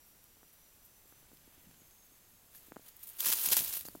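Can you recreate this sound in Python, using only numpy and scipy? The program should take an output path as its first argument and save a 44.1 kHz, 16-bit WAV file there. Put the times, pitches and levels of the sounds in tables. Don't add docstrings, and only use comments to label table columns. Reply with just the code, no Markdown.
import sys
import numpy as np
from scipy import signal
from scipy.fft import rfft, irfft, next_fast_len
from scipy.io import wavfile
from scipy.ndimage import uniform_filter1d, map_coordinates

SR = 44100
rng = np.random.default_rng(int(sys.argv[2]) if len(sys.argv) > 2 else 0)


def wav_record(signal):
    frames = np.transpose(np.atleast_2d(signal))
    bounded = np.clip(frames, -1, 1)
    quanta = np.round(bounded * 32767).astype(np.int16)
    wavfile.write(sys.argv[1], SR, quanta)


N = 176400
TOP_HZ = 15850

# hz, gain_db
LEAF_COLOUR = [(60, -40), (150, -24), (350, -16), (750, -16), (980, -12), (1200, -15), (1600, -12.5),
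               (2100, -13.5), (2700, -8.5), (4000, -8), (6200, -7), (8300, -7.5), (10500, -4), (12900, 0),
               (15600, -1.5)]


def amp(db):
    return 10 ** (np.asarray(db) / 20)


def unit(x):
    return x / np.sqrt(np.mean(x ** 2) + 1e-20)


def decay(t_s, t60_s, start_db=0):
    return amp(start_db - 60 * t_s / t60_s)


def curves(rows):
    s, *cols = np.transpose(rows)
    return [np.interp(np.arange(N) / SR, s, c) for c in cols]


def wobble(knots_per_s):
    return map_coordinates(rng.standard_normal(N // 8), [np.arange(N) * knots_per_s / SR], mode="mirror")


def coloured(x, points):
    m = 2 * next_fast_len(len(x))
    hz, db = np.transpose(points)
    gain_db = np.interp(np.log(np.fft.rfftfreq(m, 1 / SR) + 1), np.log(hz), db)
    cep = irfft(np.log(amp(gain_db)))
    cep[1:m // 2] *= 2
    cep[m // 2 + 1:] = 0
    response = np.exp(rfft(cep))
    return irfft(rfft(x, m) * response)[:len(x)]


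def add(out, start_s, peak_db, sound):
    part = out[round(start_s * SR):][:len(sound)]
    part += amp(peak_db) * sound[:len(part)] / np.abs(sound).max()


def hiss():
    # hz, gain_db
    floor_colour = [(25, -2), (60, -2), (110, -6), (220, -8.5), (450, -11.5), (700, -12.5), (1100, -14),
                    (2000, -15.5), (4500, -17), (7000, -16.5), (9500, -15.5), (11500, -12), (13500, -11.3),
                    (15600, -14)]
    level_db = -62.7
    return amp(level_db) * unit(coloured(rng.standard_normal(N), floor_colour))


def rumble(flutter_db=2.5, flutters_per_s=18):
    # time_s, level_db
    level_curve = [(0, -83), (.95, -84), (1.3, -70), (1.5, -74), (1.67, -67), (1.9, -77), (2.5, -81),
                   (2.75, -77), (3.0, -79), (3.08, -71), (3.15, -78), (3.6, -66), (3.78, -70), (3.89, -59),
                   (4, -64)]
    # hz, gain_db
    rumble_colour = [(25, 0), (60, 1), (160, 0), (300, -9), (800, -25), (2500, -45)]
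    noise = coloured(rng.standard_normal(N), rumble_colour)
    flutter = amp(flutter_db * wobble(flutters_per_s))
    return amp(curves(level_curve)[0]) * unit(flutter * noise)


def narrow_band(rows, width_hz):
    waver_db, wavers_per_s = 1.3, 14
    hz, db = curves(rows)
    phase = 2 * np.pi * np.cumsum(hz) / SR
    line = wobble(2 * width_hz) * np.cos(phase) + wobble(2 * width_hz) * np.sin(phase)
    waver = amp(waver_db * wobble(wavers_per_s))
    return amp(db) * unit(waver * line)


def insects():
    # time_s, pitch_hz, level_db
    rising_band = [(0, 5680, -78), (.9, 6000, -77), (1.7, 6230, -79), (2.5, 6520, -78), (4, 6950, -77)]
    steady_band = [(0, 7500, -80), (2, 7520, -78), (4, 7600, -80)]
    return narrow_band(rising_band, width_hz=190) + narrow_band(steady_band, width_hz=300)


def low_part(x):
    edge_hz = 8000
    return signal.sosfiltfilt(signal.butter(3, edge_hz, fs=SR, output="sos"), x)


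def cracks():
    cracks_per_s, spread_db, ring_s = 8000, 3.2, .0014
    draw = rng.random((int(cracks_per_s * N / SR), 4))
    when, pitch, size, life = draw.T[:, :, None]
    k = np.arange(SR // 500)
    size_db = -spread_db * np.log(np.maximum(size, .01))
    t60_s = ring_s * (.5 + life)
    grains = decay(k / SR, t60_s, size_db) * np.cos(2 * np.pi * pitch * TOP_HZ * k / SR)
    grains *= rng.choice([-1, 1], when.shape)
    place = (when * N).astype(int) + k
    spray = np.bincount(place.ravel(), grains.ravel(), N)[:N]
    spray = coloured(spray, LEAF_COLOUR)
    local_power = np.abs(uniform_filter1d(spray ** 2, size=1300))
    return spray / np.sqrt(local_power + 1e-12)


def rustle():
    # start_s, length_s, drive_db, release_t60_s, low_part_db (relative to the drive)
    presses = [(.524, .012, -64, .1, -5), (.842, .011, -58.5, .1, -10), (1.065, .04, -66, .1, -3),
               (1.33, .012, -64, .1, -8), (1.531, .015, -65, .1, -8), (2.511, .17, -64, .15, -7),
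               (2.544, .028, -55, .1, -4), (2.659, .01, -60, .1, -3), (2.81, .11, -67, .15, -3),
               (2.857, .008, -56, .08, -2), (2.879, .008, -52, .08, -6), (2.988, .195, -58, .1, -5),
               (3.026, .012, -47, .07, -10), (3.066, .029, -48, .1, -11), (3.16, .025, -56, .1, -8),
               (3.183, .015, -44, .1, 0), (3.195, .055, -38, .1, -2), (3.24, .012, -37, .1, 0),
               (3.252, .048, -30.5, .17, 1), (3.314, .02, -33, .06, -1), (3.33, .18, -36, .1, -1),
               (3.429, .02, -36, .1, -2), (3.455, .006, -24, .04, -5), (3.509, .008, -32, .1, 2),
               (3.516, .015, -25, .11, 2), (3.561, .016, -26, .15, -2), (3.585, .065, -37, .4, -1),
               (3.672, .035, -41, .2, -2), (3.719, .052, -38, .24, -2.5), (3.846, .016, -46, .16, -2),
               (3.89, .07, -59, .25, -3)]
    attack_s = .006
    crack_db, slide_db = .4, -4
    clump_db, clumps_per_s = 1.4, 300
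    stir_db, stir_swing_db, stirs_per_s = -72, 5, 35
    t = np.arange(N) / SR
    stir = amp(stir_db) * unit(amp(stir_swing_db * wobble(stirs_per_s)))
    fizz_power = stir ** 2
    low_power = np.zeros(N)
    for start_s, length_s, drive_db, release_s, low_db in presses:
        swell = np.clip((t - start_s) / attack_s, 0, 1)
        force = swell * decay(np.maximum(t - start_s - length_s, 0), release_s, drive_db)
        fizz_power += force ** 2
        low_power += (force * amp(low_db)) ** 2
    slide = unit(coloured(rng.standard_normal(N), LEAF_COLOUR))
    clumps = unit(amp(clump_db * wobble(clumps_per_s)))
    leaves = clumps * (amp(crack_db) * cracks() + amp(slide_db) * slide)
    low = low_part(leaves)
    return np.sqrt(fizz_power) * (leaves - low) + np.sqrt(low_power) * low


def brush(flutter_db=2, flutters_per_s=40):
    # time_s, level_db
    level_curve = [(0, -90), (1.0, -88), (1.1, -76), (1.7, -74), (2.0, -84), (2.48, -84), (2.55, -73),
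                   (2.8, -73), (2.87, -66), (2.96, -73), (3.03, -68), (3.18, -67), (4, -76)]
    # hz, gain_db
    brush_colour = [(100, -15), (500, -3), (1800, -1), (3300, 0), (5000, -7), (12000, -22)]
    noise = coloured(rng.standard_normal(N), brush_colour)
    rub = amp(flutter_db * wobble(flutters_per_s)) * noise
    return amp(curves(level_curve)[0]) * unit(rub)


def snaps():
    # start_s, peak_db, low_part_db (gain below the fizz)
    breaks = [(.2415, -40, -6), (1.3719, -49, 6), (1.713, -46, 3), (1.9099, -45, 1), (2.5497, -39, -6),
              (2.883, -35, -8), (2.9666, -35, -16), (3.0347, -33, -10), (3.0728, -30, -5),
              (3.092, -31, -14), (3.1682, -41, -6), (3.2054, -15, 2), (3.208, -15, -3), (3.2851, -17, 0),
              (3.2895, -17, 0), (3.3193, -14, -2), (3.327, -9.5, 0), (3.3338, -14, -3), (3.4597, -14, -6),
              (3.4874, -15, -1), (3.5602, -13, -6), (3.5684, -10, 0), (3.5995, -19, -6), (3.81, -27, -4),
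              (3.8855, -28, -12)]
    burst_t60_s, tail_db, tail_t60_s = .005, -18, .025
    out, t = np.zeros(N), np.arange(SR // 20) / SR
    shape = decay(t, burst_t60_s) + decay(t, tail_t60_s, tail_db)
    for start_s, peak_db, low_db in breaks:
        burst = coloured(shape * rng.standard_normal(len(t)), LEAF_COLOUR)
        low = low_part(np.pad(burst, 64))[64:-64]
        add(out, start_s, peak_db, burst + (amp(low_db) - 1) * low)
    return out


def bumps():
    # start_s, peak_db, upper_edge_hz
    knocks = [(.3695, -55, 1400), (.431, -48, 2400), (1.056, -57, 600), (1.1247, -48, 2200),
              (1.2272, -57, 500), (1.3167, -50, 1700), (1.3315, -51, 450), (1.476, -52, 450),
              (1.5775, -57, 400), (1.669, -54, 200), (1.69, -57, 250), (1.712, -51, 3500),
              (1.8172, -55, 500), (2.119, -59, 500), (2.683, -53, 400), (2.7135, -54, 500),
              (2.7205, -34.5, 2400), (2.7618, -42, 2700), (2.7665, -33, 1500), (2.795, -50, 900),
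              (3.853, -38, 4000), (3.8852, -32, 6000), (3.9513, -37, 1300), (3.954, -41, 700),
              (3.97, -53, 300)]
    # hz, level_db, t60_s
    modes = [(310, -8, .02), (500, -6, .008), (800, 0, .004), (1450, -1, .0035), (2400, -5, .002),
             (4200, 0, .0015)]
    low_edge_hz = 190
    out, t = np.zeros(N), np.arange(SR // 20) / SR
    ring = sum(decay(t, t60_s, db) * np.sin(2 * np.pi * hz * t) for hz, db, t60_s in modes)
    ring = signal.sosfilt(signal.butter(2, low_edge_hz, "high", fs=SR, output="sos"), ring)
    for start_s, peak_db, edge_hz in knocks:
        low_pass = signal.butter(4, edge_hz, fs=SR, output="sos")
        add(out, start_s, peak_db, signal.sosfilt(low_pass, ring))
    return out


def twigs(click_db=-4, click_t60_s=.005):
    # start_s, peak_db, ring_hz, ring_t60_s
    ticks = [(1.372, -55, 5300, .008), (2.5497, -50, 1750, .013), (3.488, -20, 6950, .014),
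             (3.853, -40, 4700, .006), (3.857, -42, 6600, .03), (3.8852, -35, 4500, .014)]
    out, t = np.zeros(N), np.arange(SR // 20) / SR
    for start_s, peak_db, hz, t60_s in ticks:
        click = decay(t, click_t60_s, click_db) * rng.standard_normal(len(t))
        ring = decay(t, t60_s) * np.sin(2 * np.pi * hz * t)
        add(out, start_s, peak_db, click + ring)
    return out


def whistle():
    # time_s, pitch_hz, level_db
    glide = [(1.68, 7150, -95), (1.73, 6950, -80), (1.8, 6720, -72), (1.92, 6570, -78), (2.03, 6530, -72),
             (2.15, 6520, -81), (2.25, 6500, -100)]
    return narrow_band(glide, width_hz=30)


def thuds():
    # start_s, peak_db
    footfalls = [(3.268, -43), (3.297, -46), (3.473, -46), (3.515, -38), (3.567, -45), (3.583, -47),
                 (3.604, -41), (3.62, -45)]
    # hz, gain_db
    thud_colour = [(30, -10), (110, 0), (250, -1), (450, -3), (900, -13), (2500, -38)]
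    out, t = np.zeros(N), np.arange(SR // 10) / SR
    for start_s, peak_db in footfalls:
        puff = decay(t, t60_s=.05) * rng.standard_normal(len(t))
        add(out, start_s, peak_db, coloured(puff, thud_colour))
    return out


def scene():
    background = hiss() + rumble() + insects() + whistle()
    animal = rustle() + brush() + snaps() + twigs() + thuds()
    mono = background + animal + bumps()
    return np.array([mono, mono])


def record(dry):
    m = next_fast_len(N + SR // 2)
    keep = np.fft.rfftfreq(m, 1 / SR) < TOP_HZ
    return irfft(rfft(dry, m) * keep, m)[:, :N]


dry = scene()
out = record(dry)
wav_record(out)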